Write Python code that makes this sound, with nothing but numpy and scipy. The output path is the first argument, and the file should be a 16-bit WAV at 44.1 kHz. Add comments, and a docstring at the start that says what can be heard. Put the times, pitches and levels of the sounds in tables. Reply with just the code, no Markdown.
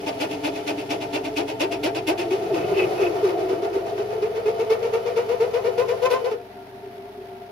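"""Lathe drilling steel

A small lathe drills a spinning steel bar, close by in a cramped workshop. The drill's two lips bite in
turn, once each per revolution, the leading one mostly harder. At each bite the drill sticks and slips:
a short gritty honk that rises in pitch as the hole deepens. Then the drill is wound back and the gears
and motor run on unloaded."""
import sys
import numpy as np
from scipy import signal
from scipy.fft import rfft, irfft
from scipy.io import wavfile

SR = 44100
rng = np.random.default_rng(int(sys.argv[2]) if len(sys.argv) > 2 else 0)


def wrap_up_sound(samples):
    """Save the sound to the file named by the first command line argument, as 16-bit audio."""
    columns = np.atleast_2d(samples).T
    # keep every value between -1 and 1, then stretch to whole-number steps
    tamed = np.clip(columns, -1, 1)
    steps = np.round(tamed * 32767).astype(np.int16)
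    wavfile.write(sys.argv[1], SR, steps)


N = 331191
TIME = np.arange(N) / SR
FREQS = np.fft.rfftfreq(N, 1 / SR)
SPINDLE_HZ, FIRST_BITE_S, LAST_BITE_S = 4.216, .215, 6.3
SAG = .036  # share of speed lost at full load

# Rubbing between bites. Each row: time in seconds, groan and grit levels in relative dB.
RUB_LEVELS = [(0.0, -31.5, -42.5), (2.12, -32.5, -49), (2.3, -24.5, -43), (2.88, -21.5, -37),
              (3.67, -25.5, -44.5), (6.19, -33.5, -42.5), (6.32, -27.5, -46), (6.5, -37, -79)]
# Groan of the rubbing drill. Each row: time in seconds, pitch in Hz, hoarseness 0-1.
GROAN_PITCH = [(0, 289.6, 0.02), (1.9, 295.7, 0.08), (2.7, 384.6, 0.85), (3.6, 361.9, 0.77),
               (4.4, 433, 0.97), (6.4, 463.4, 0.76)]
# Stick-slip unsteadiness, highest as the lips enter. Each row: time in seconds, roughness factor.
ROUGHNESS = [(2.0, .6), (2.6, 1.085), (3.9, 1.0), (4.4, 0.66)]
# Spindle wander about its steady speed. 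Each row: time in seconds, lag in seconds.
SPINDLE_LAG = [(.45, 0.0066), (1.15, -0.013), (1.85, -0.021), (2.57, -0.019), (3.26, -.033), (3.52, -0.021),
               (4.0, -0.016), (4.72, -.002), (5.19, -0.012), (5.9, -0.0029), (6.13, -0.018)]


def drill(jitter=.013, rub_db=-2):
    """One stick-slip cycle drives honk and scraping until the drill is wound back."""
    pitch_hz, chatter, bright, scrape = bites()
    rough, = follow(ROUGHNESS)
    cycles = np.cumsum(pitch_hz * (1 + jitter * rough * drift(130))) / SR
    rubbing = gain_of(follow(RUB_LEVELS)[1] + rub_db) * np.clip((6.42 - TIME) / 0.096, 0, 1)
    return (honk(pitch_hz, cycles, rough, chatter, bright) + scraping(cycles, rough, scrape, rubbing)
            + drill_body(scrape, rubbing) + crunch(scrape))


def lips():
    """Two bites a turn, leading lip first; rows as for extra_strokes in bites()."""
    # Hand feed on the leading lip. 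Each row: time in seconds, chatter and scrape in relative dB.
    feed = [(.22, -24.5, -34), (1.15, -26.5, -35), (1.62, -23.5, -32.5), (2.1, -22, -30),
            (2.33, -21, -39.5), (2.57, -39, -40), (3.26, -40, -40), (3.52, -22.5, -44), (4.02, -28.5, -43),
            (4.23, -19, -43.5), (4.72, -14.5, -35.5), (4.95, -19, -39), (5.19, -17.5, -37),
            (5.45, -15.5, -39.5), (5.9, -17.5, -40), (6.12, -17.5, -42), (6.28, -23, -46)]
    # The drill stiffens with depth. Each row: time in seconds, grip and release pitch in Hz,
    # bite length in seconds.
    depth = [(1.15, 289.1, 330, 0.072), (1.62, 298.9, 395, .073), (2.1, 303.3, 410, 0.071),
             (2.35, 375.6, 410, 0.083), (3.05, 409, 350, .11), (3.52, 372.9, 385, 0.092),
             (4.23, 404.9, 456, 0.069), (4.72, 439, 455, 0.071), (5.19, 459.5, 482, 0.076),
             (5.45, 450.6, 495, 0.073), (6.12, 476.9, 520, 0.076)]
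    # Second lip against the first. Each row: time in seconds, delay in turns, added chatter and scrape
    # in dB, length ratio, share of the upward glide.
    second_lip = [(.3, 0.45, -5, -11.5, 1.12, 0.41), (1.3, 0.46, -5.5, -5, 0.85, 0.31),
                  (1.97, 0.48, -8, -5, 0.84, 0.42), (2.22, 0.45, -3.5, -1, 1.026, 0.84),
                  (2.45, 0.53, 2, -13.5, 1.12, 1), (3.2, 0.63, 0, -9.5, 1, 0.93),
                  (3.65, 0.52, -3.5, -1.5, 0.97, 0.97), (4.25, .565, -9.5, -5.5, 1, 1),
                  (4.61, 0.55, -2, -2, .85, 0.95), (5.07, 0.55, -5, -7, 1.244, 0.99),
                  (5.85, 0.58, 1, 4, .95, 1)]
    rows = []
    for steady_s in np.arange(FIRST_BITE_S, LAST_BITE_S, 1 / SPINDLE_HZ):
        s = steady_s + at(SPINDLE_LAG, steady_s)[0]
        grip_hz, release_hz, length_s = at(depth, s)
        rows.append((s, length_s, grip_hz, release_hz, *at(feed, s)))
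        s += at(second_lip, s)[0] / SPINDLE_HZ
        _, chatter_add_db, scrape_add_db, stretch, glide = at(second_lip, s)
        grip_hz, release_hz, length_s = at(depth, s)
        chatter_db, scrape_db = at(feed, s)
        release_hz = grip_hz + glide * (release_hz - grip_hz)
        rows.append((s, length_s * stretch, 1.03 * grip_hz, 1.03 * release_hz,  # sings a little higher
                     chatter_db + chatter_add_db, scrape_db + scrape_add_db))
    return rows


def bites(glide_from_s=-.01, glide_s=.036):
    """Bites grip fast and let go slowly. Returns pitch in Hz; chatter, overtone and scrape envelopes."""
    # The opening bite, brighter rasps on the last bites, a closing honk. Each row: time and length
    # in seconds, grip and release pitch in Hz, chatter and scrape in relative dB.
    extra_strokes = [(0.079, 0.044, 294.6, 302.4, -26.5, -35.5), (6.061, 0.03, 513, 516.5, -43, -35.5),
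                     (6.13, 0.092, 499.7, 520.6, -51, -35.5), (6.327, 0.061, 434.4, 412.3, -21.5, -45)]
    # The first scrapes swell gently; later ones start sharply.
    # Each row: time in seconds, rising share of the scrape.
    scrape_rise = [(.7, 0.33), (1.9, 0.13), (2.2, 0.16), (2.6, 0.16)]
    chatter, bright, scrape, weight, pitch_sum = np.zeros((5, N))
    for s, length_s, grip_hz, release_hz, chatter_db, scrape_db in lips() + extra_strokes:
        near = slice(max(0, int((s - length_s) * SR)), int((s + length_s) * SR))
        t = TIME[near] - s
        hang_s = .075 * max(release_hz / grip_hz - 1, 0)  # a wider upward glide hangs on longer
        late_s = t - hang_s / 2
        swing = swell(late_s, length_s + hang_s, rise=0.28) ** 0.75
        chatter[near] += gain_of(chatter_db) * swing
        bright[near] += gain_of(scrape_db) * swing
        scrape[near] += gain_of(scrape_db) * swell(t, 1.34 * length_s, at(scrape_rise, s)[0]) ** 1.62
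        glide = np.clip((late_s - glide_from_s) / glide_s, 0, 1)
        share = np.exp(-(2 * t / length_s) ** 2)
        pitch_sum[near] += share * (grip_hz + (release_hz - grip_hz) * glide)
        weight[near] += share
    pitch_hz = (pitch_sum + 1e-9 * follow(GROAN_PITCH)[0]) / (weight + 1e-9)  # groan pitch between bites
    return pitch_hz, chatter, bright, scrape


def honk(pitch_hz, cycles, rough, chatter, bright, chatter_db=-1, limit=0.91, rolloff_db=-6):
    """The drill swings until friction limits it; harder scraping strengthens the overtones."""
    # Overtone radiation. Each row: frequency in Hz, gain in dB.
    radiation = [(600, -1), (720, -5), (900, 0), (1080, -14), (1450, 1.5), (1750, -3.5), (2600, 8.5)]
    flutter_db = 4 * np.minimum(rough, 1) ** 2 * drift(95)
    swing = limit * np.tanh(np.sqrt(2) * chatter * gain_of(chatter_db + flutter_db) / limit)
    partials = [np.sqrt(2) * bright * gain_of(rolloff_db * (k - 2)) * np.sin(2 * np.pi * k * cycles)
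                for k in range(2, 7)]
    overtones = sum(p * gain_of(read(radiation, k * pitch_hz)) for k, p in enumerate(partials, 2))
    overtones /= np.sqrt(rough)  # a steadier cycle keeps more energy in them
    bar = gain_of(13) * mode(partials[0], hz=1036, width_hz=20)  # the octave meets it in the last bites
    fundamental = swing * np.sin(2 * np.pi * cycles)
    return workshop(fundamental + bar, wet_db=-23.5) + workshop(overtones, wet_db=-6.5)


def scraping(cycles, rough, scrape, rubbing, slips_db=-12, force_db=9, puff_cycles=0.14):
    """A sharp slip each cycle tears off grit; the sound dulls as the lips sink into the hole."""
    # Lips in the hole. Each row: time in seconds, buried share 0-1.
    burial = [(2.15, 0.27), (2.6, 0.84)]
    buried, = follow(burial)
    harmonics = sum(np.cos(2 * np.pi * k * cycles) for k in range(5, 16))
    slips = unit_rms(harmonics * gain_of(4.6 * drift(160))) / rough
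    puffs = 0.12 + np.exp(-(cycles % 1) / puff_cycles)
    sound = np.zeros((2, N))
    for _ in range(2):  # the drill's point and corner
        grit = unit_rms(grains(spread_db=3) * puffs)
        force = gain_of(force_db) * (scrape * (gain_of(slips_db) * slips + grit) + rubbing * grit)
        ringing = steel(force * (1 - buried), column=1) + steel(force * buried, column=2)
        sound += workshop(ringing, wet_db=12)
    return sound / np.sqrt(2)


def steel(force, column, size=8192):
    """The lathe's steel colours a force, as a minimum-phase filter."""
    # Scrape colour. Each row: frequency in Hz, gain in dB at the hole's mouth, gain in dB when buried.
    colour = [(279.8, -30, -20), (424, 1.5, 17), (576, 8.5, 10.5), (930, 7, 2), (940, -4, 0.5),
              (1226, -5, 4), (1830, -6.5, -7), (2450, 3, -1), (3400, 1, -7), (3680, -6, -10.5),
              (5100, -4.5, -9), (6730, -9.5, -16.5), (7730, -17, -29), (10500, -12, -18),
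              (15600, -29.5, -29)]
    # Modes of chuck, bar and tailstock. Each row: frequency and width in Hz, dB above the colour.
    modes = [(907, 14, 6.5), (1415.4, 14, 10.5), (1831, 38, 12.5)]
    hz = abs(np.fft.fftfreq(size, 1 / SR))
    peaks = sum((gain_of(db) - 1) / (1 + (2 * (hz - mode_hz) / width_hz) ** 2)
                for mode_hz, width_hz, db in modes)
    gain = gain_of(read(np.array(colour)[:, [0, column]], hz)) * (1 + peaks)
    spectrum = np.exp(np.conj(signal.hilbert(np.log(gain))))
    response = np.fft.ifft(spectrum).real[:size // 2]
    return signal.oaconvolve(force, response)[:N]


def drill_body(scrape, rubbing, sunk_db=-12, fizz_db=-19):
    """Grit rings the tip, less inside the hole; the rubbed shank sings; swarf fizzes in the flutes."""
    # Tip modes. Each row: frequency and width in Hz, level in relative dB.
    tip_modes = [(2563, 95, -1.5), (2717, 48, -1.5), (2987, 30, -14.5), (4815, 34, -13), (5510, 38, -13.5)]
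    sunk, = follow([(2.2, 0.0073), (3.4, 1)])
    force = unit_rms(grains(spread_db=6)) * (scrape + 0.14 * rubbing) * gain_of(sunk_db * sunk)
    tip = sum(mode(force, hz, width_hz) * gain_of(db) * np.sqrt(SR / np.pi / width_hz)
              for hz, width_hz, db in tip_modes)
    shank = narrow(3015, width_hz=24) * gain_of(-14.5) + narrow(4740, width_hz=60) * gain_of(-21)
    fizz = unit_band(rng.standard_normal(N), 9500, 14000) * gain_of(fizz_db)
    return workshop(tip + rubbing * (shank + fizz), wet_db=-1.5)


def crunch(scrape, cracks_per_s=700, spread_db=3.5):
    """Chips break, chiefly in the hardest bites: sharp cracks with a bright spit on top."""
    sizes = gain_of(spread_db * np.minimum(rng.exponential(1, N), 3)) * rng.choice([-1., 1.], N)
    impulses = sizes * (rng.random(N) < cracks_per_s / SR)
    crack = unit_band(impulses, 3000, 4200) * gain_of(-12)
    spit = unit_band(impulses, 9200, 13800) * gain_of(-10)
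    return workshop((crack + spit) * scrape ** 2 / scrape.max(), wet_db=7)


def moans(sink_s=0.0392, rise_s=0.0085, flutter_db=2, jitter=0.015):
    """The drill catches as the full lips enter; each moan sinks and fades as the lip works free."""
    # Each row: start and length in seconds, first and target pitch in Hz, level in dB.
    catches = [(2.503, 0.12, 451.5, 292, -18), (2.764, 0.13, 401, 364.3, -13),
               (2.996, 0.13, 432, 338, -14.5), (3.227, 0.093, 444.5, 339.4, -12.5)]
    sound = np.zeros(N)
    waver, flutter = 1 + jitter * drift(83), gain_of(flutter_db * drift(53))
    for s, length_s, start_hz, end_hz, db in catches:
        near = slice(int(s * SR), int((s + length_s) * SR))
        t = TIME[near] - TIME[near][0]
        hz = (end_hz + (start_hz - end_hz) * np.exp(-t / sink_s)) * waver[near]
        envelope = np.minimum(t / rise_s, 1) * (1 - t / length_s) ** 0.76
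        sound[near] += gain_of(db) * envelope * np.sin(2 * np.pi * np.cumsum(hz) / SR)
    return workshop(sound * flutter, wet_db=-29)


def squeals(tip_hz=2585, stutter_db=3.5):
    """As the full lips enter, the tip's main mode rings thinly in a broad, stuttering rasp."""
    # Each row: time and length in seconds, level in dB.
    bursts = [(2.606, 0.21, -39.5), (2.804, 0.18, -30), (3.037, 0.15, -34.5)]
    envelope = sum(gain_of(db) * swell(TIME - s, length_s, rise=.9) for s, length_s, db in bursts)
    rasp = narrow(tip_hz, width_hz=60) + gain_of(-1) * narrow(tip_hz, width_hz=1100)
    return workshop(envelope * unit_rms(rasp * gain_of(stutter_db * drift(90))), wet_db=0)


def groan(groan_db=-6, growl_db=-8, growl_swing_db=5):
    """Friction shakes the drill's bending mode and the bed; the second lip growls once a turn."""
    # Bed shudder, peaking as the full lips enter. Each row: time in seconds, level in dB.
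    shudder = [(0, -49), (2.3, -55), (2.62, -38), (2.85, -43.5), (3.7, -55), (5.9, -56.5), (6.4, -79)]
    in_hole = np.clip((6.5 - TIME) / 0.17, 0, 1)
    drag = np.cos(2 * np.pi * (revolutions() - 0.5))
    growl = narrow(690, width_hz=170) * gain_of(growl_db + growl_swing_db * drag) * follow(ROUGHNESS)[0]
    hz, hoarse = follow(GROAN_PITCH)
    flex = np.sqrt(1 - hoarse) * narrow(hz, width_hz=43) + np.sqrt(hoarse) * narrow(hz, width_hz=103)
    bend = (flex + growl) * gain_of(follow(RUB_LEVELS)[0] + groan_db) * in_hole
    bed = narrow(145, width_hz=100) * gain_of(follow(shudder)[0])
    return workshop(bend + bed, wet_db=-21)


def drive(mains_hum_hz=100, waver=0.0078, jolt=0.02015, stutter_db=3):
    """Motor, gears and casing: load makes them louder, and slows and jolts the gears."""
    # Each row: time in seconds, spindle load (1 = full cut).
    spindle_load = [(0, 0.66), (2.2, 0.84), (2.9, 1.0), (4.1, 0.8), (5.95, .9), (6.15, 0.4), (6.5, 0.029)]
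    # Motor hum. Each row, one per harmonic: unloaded level in dB, dB added by full load.
    hum_levels = [(-59, 8.5), (-62, 8)]
    # Belt and gear tones. Each row: unloaded pitch and width in Hz, unloaded dB, dB added by full load.
    gears = [(56, 7.8, -64.5, 8), (126.3, 7.6, -59, 12), (446.6, 25.79, -59.5, 28.5),
             (703.6, 35.86, -46, 9), (806, 98, -71, 25), (914, 37, -60, 7.5), (1398, 31.8, -64.5, 5)]
    # Headstock casing modes, independent of speed. Columns as for gears.
    casing_modes = [(387.7, 14.26, -44.5, 7.5), (413.4, 24, -48, 2)]
    load, = follow(spindle_load)
    speed = 1 - load * (SAG + jolt * drift(30.24))
    hum = sum(np.sqrt(2) * np.sin(2 * np.pi * (k * mains_hum_hz * TIME + rng.random()))
              * gain_of(db + load_db * load) for k, (db, load_db) in enumerate(hum_levels, 1))
    tones = np.array([mesh(hz * speed, width_hz) * gain_of(db + load_db * load)
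                      for hz, width_hz, db, load_db in gears])
    casing = sum(mesh(hz * (1 + waver * drift(19)), width_hz) * gain_of(db + load_db * load)
                 for hz, width_hz, db, load_db in casing_modes)
    throb = np.cos(2 * np.pi * 2 * (revolutions() - 0.2))  # twice a turn
    low = np.array(gears)[:, 0] < 500
    drone = (tones[low].sum(0) + casing) * (1 + 0.14 * throb)
    whine = tones[~low].sum(0) * (1 + 0.17 * throb) * gain_of(stutter_db * load * drift(33))
    return hum + workshop(drone, wet_db=-30) + workshop(whine, wet_db=-19)


def mesh(hz, width_hz, even_mix_hz=16):
    """Tooth-meshing tone: the narrower it is, the more of it is a clean line."""
    line = np.sqrt(2) * np.sin(2 * np.pi * np.cumsum(hz + width_hz / 4 * drift(10.45)) / SR)
    return unit_rms(even_mix_hz / width_hz * line + narrow(hz, width_hz))


def revolutions():
    """Spindle turns, whole at each leading bite; faster once unloaded."""
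    gained_s = SAG * np.maximum(TIME - LAST_BITE_S, 0)
    return SPINDLE_HZ * (TIME - FIRST_BITE_S - follow(SPINDLE_LAG)[0] + gained_s)


def bearings(treble_db=-51.73, rattle_db=1.3):
    """Wide rush of bearings and spinning chuck, with a fine rattle."""
    # Idle spectrum. Each row: frequency in Hz, density in relative dB.
    idle = [(90, -36.5), (250, -13.5), (480, -25), (640, -13), (900, -20), (1050, -27.5), (1800, -27.5),
            (3400, -34), (5200, -39), (8000, -54), (9800, -45.5), (13000, -44), (15500, -50)]
    # Each row: frequency in Hz, left-right coherence 0-1.
    coherence = [(400, 0.95), (600, 0.1), (1200, 0)]
    left, other = rfft(rng.standard_normal((2, N)) * gain_of(rattle_db * drift(110)))
    same = read(coherence, FREQS)
    right = same * left + np.sqrt(1 - same ** 2) * other
    rush = irfft(np.array([left, right]) * gain_of(read(idle, FREQS)), N)
    treble = irfft(rfft(rush) * ((FREQS > 1000) & (FREQS < 15000)), N)
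    return gain_of(treble_db) * rush / np.sqrt(np.mean(treble ** 2))


def workshop(x, wet_db, count=900):
    """Direct sound plus dense reflections from wall, bench and chip tray, different on each side."""
    # Room decay. Each row: frequency in Hz, T60 in seconds.
    decay = [(450, 0.25), (3000, 0.061), (15000, 0.041)]
    delays = 40 + 20 * np.arange(count) + rng.integers(0, 20, (2, count))
    taps = np.zeros((2, SR // 2))
    np.put_along_axis(taps, delays, rng.choice([-1., 1.], delays.shape), 1)
    hz, t, spectra = signal.stft(taps, SR, nperseg=256)
    tail = signal.istft(spectra * gain_of(-60 * t / read(decay, hz)[:, None]), SR, nperseg=256)[1]
    echoes = signal.fftconvolve(x[None], tail / np.linalg.norm(tail[0]), axes=1)[:, :N]
    return (x + gain_of(wet_db) * echoes) / np.sqrt(1 + gain_of(wet_db) ** 2)


def narrow(hz, width_hz):
    """Wavering tone of a resonance shaken at random, rms 1."""
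    phase = 2 * np.pi * np.cumsum(hz * np.ones(N)) / SR
    return unit_rms(drift(width_hz / 2) * np.cos(phase) + drift(width_hz / 2) * np.sin(phase))


def mode(x, hz, width_hz):
    """One resonance, gain 1 at its centre."""
    return signal.lfilter(*signal.iirpeak(hz, hz / width_hz, SR), x)


def grains(spread_db):
    """Spiky white noise."""
    return rng.standard_normal(N) * gain_of(spread_db * np.minimum(rng.exponential(1, N), 6))


def drift(hz):
    """Random wander up to the given rate, rms 1."""
    return unit_rms(irfft(rfft(rng.standard_normal(N)) / (1 + (FREQS / hz) ** 4), N))


def swell(t, length_s, rise):
    """Smooth hump around t = 0, rising for the given share of its length."""
    progress = t / length_s + (1 + 2 * rise) / 4
    return np.sin(np.pi * np.interp(progress, [0, rise, 1], [0, .5, 1])) ** 2


def unit_band(x, low_hz, high_hz):
    """Band-pass, scaled to rms 1."""
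    return unit_rms(signal.sosfilt(signal.butter(2, [low_hz, high_hz], "band", fs=SR, output="sos"), x))


def unit_rms(x):
    """Scales to rms 1."""
    return x / np.sqrt(np.mean(x ** 2) + 1e-20)


def gain_of(db):
    """Decibels to amplitude."""
    return 10 ** (np.asarray(db) / 20)


def at(rows, s):
    """Columns of a time table at the given seconds."""
    times, *columns = np.transpose(rows)
    return [np.interp(s, times, column) for column in columns]


def follow(rows):
    """Columns of a time table at every sample."""
    return at(rows, TIME)


def read(rows, hz):
    """Interpolates a spectrum table over log frequency."""
    row_hz, values = np.transpose(rows)
    return np.interp(np.log(hz + 1), np.log(row_hz + 1), values)


def scene():
    """The lathe in stereo, heard through standing waves between it and the wall."""
    # Each row: frequency in Hz, left minus right in dB.
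    balance = [(60, 1), (130, 4), (240, 0), (350, 2.5), (440, -1.5), (505, 15), (550, -1), (615, 0),
               (700, 3.5), (1200, -2), (4000, 0), (8000, 2.5)]
    # Each row: frequency in Hz, lag of the right side in radians.
    right_lag = [(495, 0), (555, 4), (650, 6), (750, 7), (800, 8.5), (900, 6.5)]
    lathe = drill() + moans() + squeals() + groan() + drive() + bearings()
    sides = gain_of(read(balance, FREQS) * np.array([[.5], [-.5]]))
    lag = np.exp(-1j * read(right_lag, FREQS) * np.array([[0], [1]]))
    return irfft(rfft(lathe) * lag * sides / sides.mean(0), N)


def record(dry, low_hz=42, high_hz=15750):
    """The microphone drops the deepest bass; a steep low-pass limits the treble."""
    thin = signal.sosfilt(signal.butter(2, low_hz, "high", fs=SR, output="sos"), dry)
    low_pass = signal.firwin(511, high_hz, window=("kaiser", 9), fs=SR)
    return signal.oaconvolve(thin, low_pass[None], "same")


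dry = scene()
out = record(dry)
wrap_up_sound(out)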